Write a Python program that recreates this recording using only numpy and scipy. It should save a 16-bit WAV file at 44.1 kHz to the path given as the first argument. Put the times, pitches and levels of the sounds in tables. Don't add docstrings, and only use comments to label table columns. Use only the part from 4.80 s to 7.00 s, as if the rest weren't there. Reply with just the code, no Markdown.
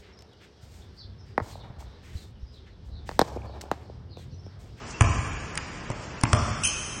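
import sys
import numpy as np
from scipy import signal
from scipy.io import wavfile
from scipy.ndimage import uniform_filter1d

SR = 44100
rng = np.random.default_rng(int(sys.argv[2]) if len(sys.argv) > 2 else 0)


def level_to_linear(level):
    exponent = np.asarray(level, float) / 20
    return 10 ** exponent


def log_audio(samples):
    frames = np.atleast_2d(samples).T
    limited = np.clip(frames, -1, 1)
    pcm = np.round(limited * 32767).astype(np.int16)
    wavfile.write(sys.argv[1], SR, pcm)


N = 97020

# [t/s, slap level/dB, thump level/dB, thump f/Hz, near-wall delay/s]
BOUNCES = [
    (.209, -12.5, -2.5, 101.2, .0122),
    (1.531, -14.5, -6, 104.6, .0178),
]
# [f/Hz, level/dB, t60/s]
BALL_MODES = [(234.4, -13.5, 0.058), (312, -23.5, 0.032), (410.6, -23, .04), (616, -30, 0.084),
              (690, -25.5, .06), (823, -23.5, 0.084), (1002, -32.5, 0.12), (1044, -26.5, 0.12),
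              (1163, -26.5, .05), (1490, -31, 0.035), (2000, -28, 0.023)]
# [t/s, slap level/dB, thud level/dB, knock level/dB, knock f/Hz]
FOOTFALLS = [
    (0.7544, -29, -41, -38, 2000),
    (.7757, -17, -36, -22.5, 2000),
    (0.7885, -40, -37, -33, 1133),
    (1.102, -31, -19.5, -27, 443),
    (1.1155, -30.5, -41, -30.5, 920),
    (1.4121, -28.5, -48, -41.5, 1540),
    (1.436, -14, -8, -15.5, 978),
    (1.453, -45, -27.5, -24, 1150),
]
# [t/s, stick-slip f/Hz, level/dB]
SQUEAK = [
    (1.834, 2560, -39),
    (1.8362, 2712, -21.5),
    (1.84, 2950, -26),
    (1.847, 3116, -24.5),
    (1.854, 3199, -22),
    (1.861, 3120, -30.5),
    (1.871, 2960, -31.5),
    (1.887, 2990, -52.5),
]
SQUEAK_HARMONICS_DB = [-1.5, 0.5, -4]
# [f/Hz, level/dB]
SQUEAK_PATCH = [(2620, -6), (3900, -12), (5200, -15), (7900, -14.5)]
# [t/s, length/s, f/Hz, level/dB]
FAR_CHIRPS = [
    (.13, .045, 2700, -47),
    (1.3, .02, 2620, -48),
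    (1.365, .04, 2650, -48),
]
# [t/s, length/s, f/Hz, level/dB]
FAR_SCUFFS = [
    (0.048, .1, 5820, -46),
    (1.18, 0.12, 5980, -48.5),
]
# [f/Hz, level/dB, t60/s]
HALL = [(46.3, -12.5, 1.46), (108, -31.5, 1.08), (203.6, -13.5, 1.05), (401, -18, 0.6), (747, -13.5, 1.33),
        (1730, -18, 2.6), (2947, -32.5, 4.15), (5090, -16, 1.86), (9000, -53, 2.7)]
# [delay/s, level/dB]
FAR_WALLS = [(.038, -18), (.082, -30), (.15, -15)]
# [f/Hz, density/dB per Hz]
AIR = [(21, -40), (35, -1), (126, 0.5), (658, -12), (854, -10), (1310, -12.5), (2660, -18.5), (8280, -28),
       (10000, -67), (13000, -87), (22000, -120)]
# [f/Hz, step/dB re block mid and treble level]
ROUNDING_STEP = [(100, -15.5), (1500, -8.5), (3000, -2.5), (4200, 0), (6000, 2), (8000, 2.5), (10500, 6)]


def band(x, hz, octaves):
    edges_hz = np.clip([hz * 2 ** (-octaves / 2), hz * 2 ** (octaves / 2)], 10, .45 * SR)
    return signal.sosfilt(signal.butter(2, edges_hz, "bandpass", fs=SR, output="sos"), x)


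def unit(x):
    return x / np.sqrt(np.mean(x ** 2))


def since(t_s):
    return np.maximum(np.arange(N) / SR - t_s, 0)


def noise_band(hz, octaves):
    return unit(band(rng.standard_normal(N), hz, octaves))


def walk(rate_hz):
    hold = int(SR / rate_hz)
    held = np.repeat(rng.standard_normal(N // hold + 1), hold)
    return unit(uniform_filter1d(held, hold)[:N])


def ring(t_s, hz, t60_s, attack_s):
    u = since(t_s)
    return np.sin(2 * np.pi * hz * u) * (1 - np.exp(-u / attack_s)) * level_to_linear(-60 * u / t60_s)


def slap(t_s, hz, octaves, t60_s):
    first_touch = 1.6
    u = since(t_s)
    push = rng.standard_normal(N) * (u > 0) * level_to_linear(-60 * u / t60_s)
    push[int(t_s * SR) + 2] += first_touch * np.sqrt(SR / hz)
    return band(push, hz, octaves) * np.sqrt(SR / (2 * hz * octaves))


def ball():
    scatter_db, thump_lag_s, thump_rise_s, wall_db = 1.5, .0022, .009, -9.5
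    out = 0
    for t_s, slap_db, thump_db, thump_hz, wall_s in BOUNCES:
        crack = slap(t_s, 6000, 1.5, .014)
        crack = crack + slap(t_s, 1500, 1.6, .025)
        crack = crack + level_to_linear(-6) * slap(t_s, 500, 2.4, .065)
        upper = level_to_linear(slap_db) * crack
        for hz, db, t60_s in BALL_MODES:
            upper = upper + level_to_linear(db + scatter_db * rng.standard_normal()) * ring(t_s, hz, t60_s, .00067)
        thump = -level_to_linear(thump_db + 13) * ring(t_s + thump_lag_s, thump_hz, .04, thump_rise_s)
        out = out + thump + upper + level_to_linear(wall_db) * np.roll(upper, int(wall_s * SR))
    return out


def footfalls():
    thud_hz = 122.4
    out = 0
    for t_s, slap_db, thud_db, knock_db, knock_hz in FOOTFALLS:
        bright = slap(t_s, 6300, 1.5, .0081)
        knock = slap(t_s, knock_hz, .97, .027) + level_to_linear(-4) * slap(t_s, 1.7 * knock_hz, .88, .024)
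        thud = ring(t_s, thud_hz, .053, .00067)
        thud = thud + level_to_linear(-4) * ring(t_s + .0014, 2.3 * thud_hz, .028, .00033)
        out = out + level_to_linear(slap_db) * bright + level_to_linear(knock_db) * knock - level_to_linear(thud_db) * thud
    return out


def squeak():
    jitter, rough_db, echo_s, echo_db = .022, 3.5, .021, -3
    t = np.arange(N) / SR
    t_s, f_hz, level_db = np.array(SQUEAK).T
    slip_hz = np.interp(t, t_s, f_hz) * (1 + jitter * walk(900))
    phase = 2 * np.pi * np.cumsum(slip_hz) / SR
    x = level_to_linear(-9.5) * noise_band(6300, .73)
    for k, db in enumerate(SQUEAK_HARMONICS_DB):
        x = x + level_to_linear(db + rough_db * walk(350)) * np.sin((k + 1) * phase)
    for hz, db in SQUEAK_PATCH:
        x = x + level_to_linear(db) * noise_band(hz, .18)
    x = x * level_to_linear(np.interp(t, t_s, level_db, -120, -120))
    return x + level_to_linear(echo_db) * np.roll(x, int(echo_s * SR))


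def hump(t_s, length_s):
    return np.sin(np.pi * np.minimum(since(t_s) / length_s, 1))


def far_shoes():
    out = 0
    for t_s, length_s, hz, db in FAR_CHIRPS:
        tone = np.sin(2 * np.pi * hz * since(t_s))
        out = out + level_to_linear(db + 2.5 * walk(78.1)) * hump(t_s, length_s) * tone
    for t_s, length_s, hz, db in FAR_SCUFFS:
        out = out + level_to_linear(db + 3.6 * walk(87)) * hump(t_s, length_s) * noise_band(hz, .91)
    return out


def hall(x):
    build_s, tail_db = .019, 11
    u = since(0)
    tail = 0
    for hz, db, t60_s in HALL:
        tail = tail + level_to_linear(db - 33.5 - 60 * u / t60_s) * band(rng.standard_normal(N), hz, 1.327)
    tail = level_to_linear(tail_db) * tail * (1 - np.exp(-(u / build_s) ** 2))
    out = signal.fftconvolve(x, tail)[:N]
    dull = band(x, 450, 4.58)
    for delay_s, db in FAR_WALLS:
        out = out + level_to_linear(db) * np.roll(dull, int(delay_s * SR))
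    return out


def air():
    level_db = -38.5
    f_hz, density_db = np.array(AIR).T
    swell = walk(3.6)
    out = 0
    for hz in 25 * 2 ** np.arange(0, 8.8, .5):
        db = np.interp(np.log(hz), np.log(f_hz), density_db) + .27 * swell + .4 * walk(8.25)
        out = out + level_to_linear(db) * band(rng.standard_normal(N), hz, .53)
    return level_to_linear(level_db) * unit(out)


def scene():
    feet_send_db = -4
    feet = footfalls()
    rest = ball() + squeak() + far_shoes()
    return (feet + rest + hall(level_to_linear(feet_send_db) * feet + rest) + air())[None]


def round_blocks(x, extra_db, size):
    scatter_db = 3.5
    n, k = np.arange(2 * size), np.arange(size // 2)
    window = np.sin(np.pi * (n + .5) / (2 * size))
    cosines = np.cos(np.pi / size * np.outer(k + .5, n + .5 + size / 2))
    basis = window * cosines * np.sqrt(2 / size)
    blocks = N // size + 2
    idx = np.arange(blocks)[:, None] * size + n
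    lines = np.pad(x, (size, 3 * size))[idx] @ basis.T
    hz = (k + .5) * SR / (2 * size)
    f_hz, step_db = np.array(ROUNDING_STEP).T
    loud = np.sqrt(np.mean(lines[:, size // 24:] ** 2, axis=1, keepdims=True))
    scatter = scatter_db * np.repeat(rng.standard_normal((blocks, 32)), size // 64, axis=1)
    step = loud * level_to_linear(np.interp(np.log(hz), np.log(f_hz), step_db) + extra_db + scatter) + 1e-9
    rounded = np.sign(lines) * np.floor(np.abs(lines) / step + .4) * step
    out = np.zeros((blocks + 3) * size)
    np.add.at(out, idx, rounded @ basis)
    return out[size:size + N]


def camera_rounding(x):
    attack_ratio, short_step_db = 5, -1
    power = uniform_filter1d(band(x, 6000, 1.5) ** 2, size=128)
    before = np.roll(uniform_filter1d(power, size=768), 448)
    attack = 1. * (power > attack_ratio * before)
    near = 1. * (uniform_filter1d(attack, size=700) > 1e-6)
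    short = np.roll(uniform_filter1d(near, size=200), 150)
    return round_blocks(short * x, short_step_db, 128) + round_blocks((1 - short) * x, 0., 1024)


def low_pass(x):
    return signal.sosfilt(signal.butter(12, 11280, fs=SR, output="sos"), x)


def record(dry):
    dip_hz, dip_db, top_hz = 3830, -5.5, 10200
    x = dry - (1 - level_to_linear(dip_db)) * band(dry, dip_hz, .78)
    x = np.tanh(1.055 * x) / 1.148
    x = signal.sosfilt(signal.ellip(8, .2, 70, top_hz, fs=SR, output="sos"), x)
    mix = camera_rounding(x[0])[None]
    return low_pass(mix)


dry = scene()
out = record(dry)
log_audio(out)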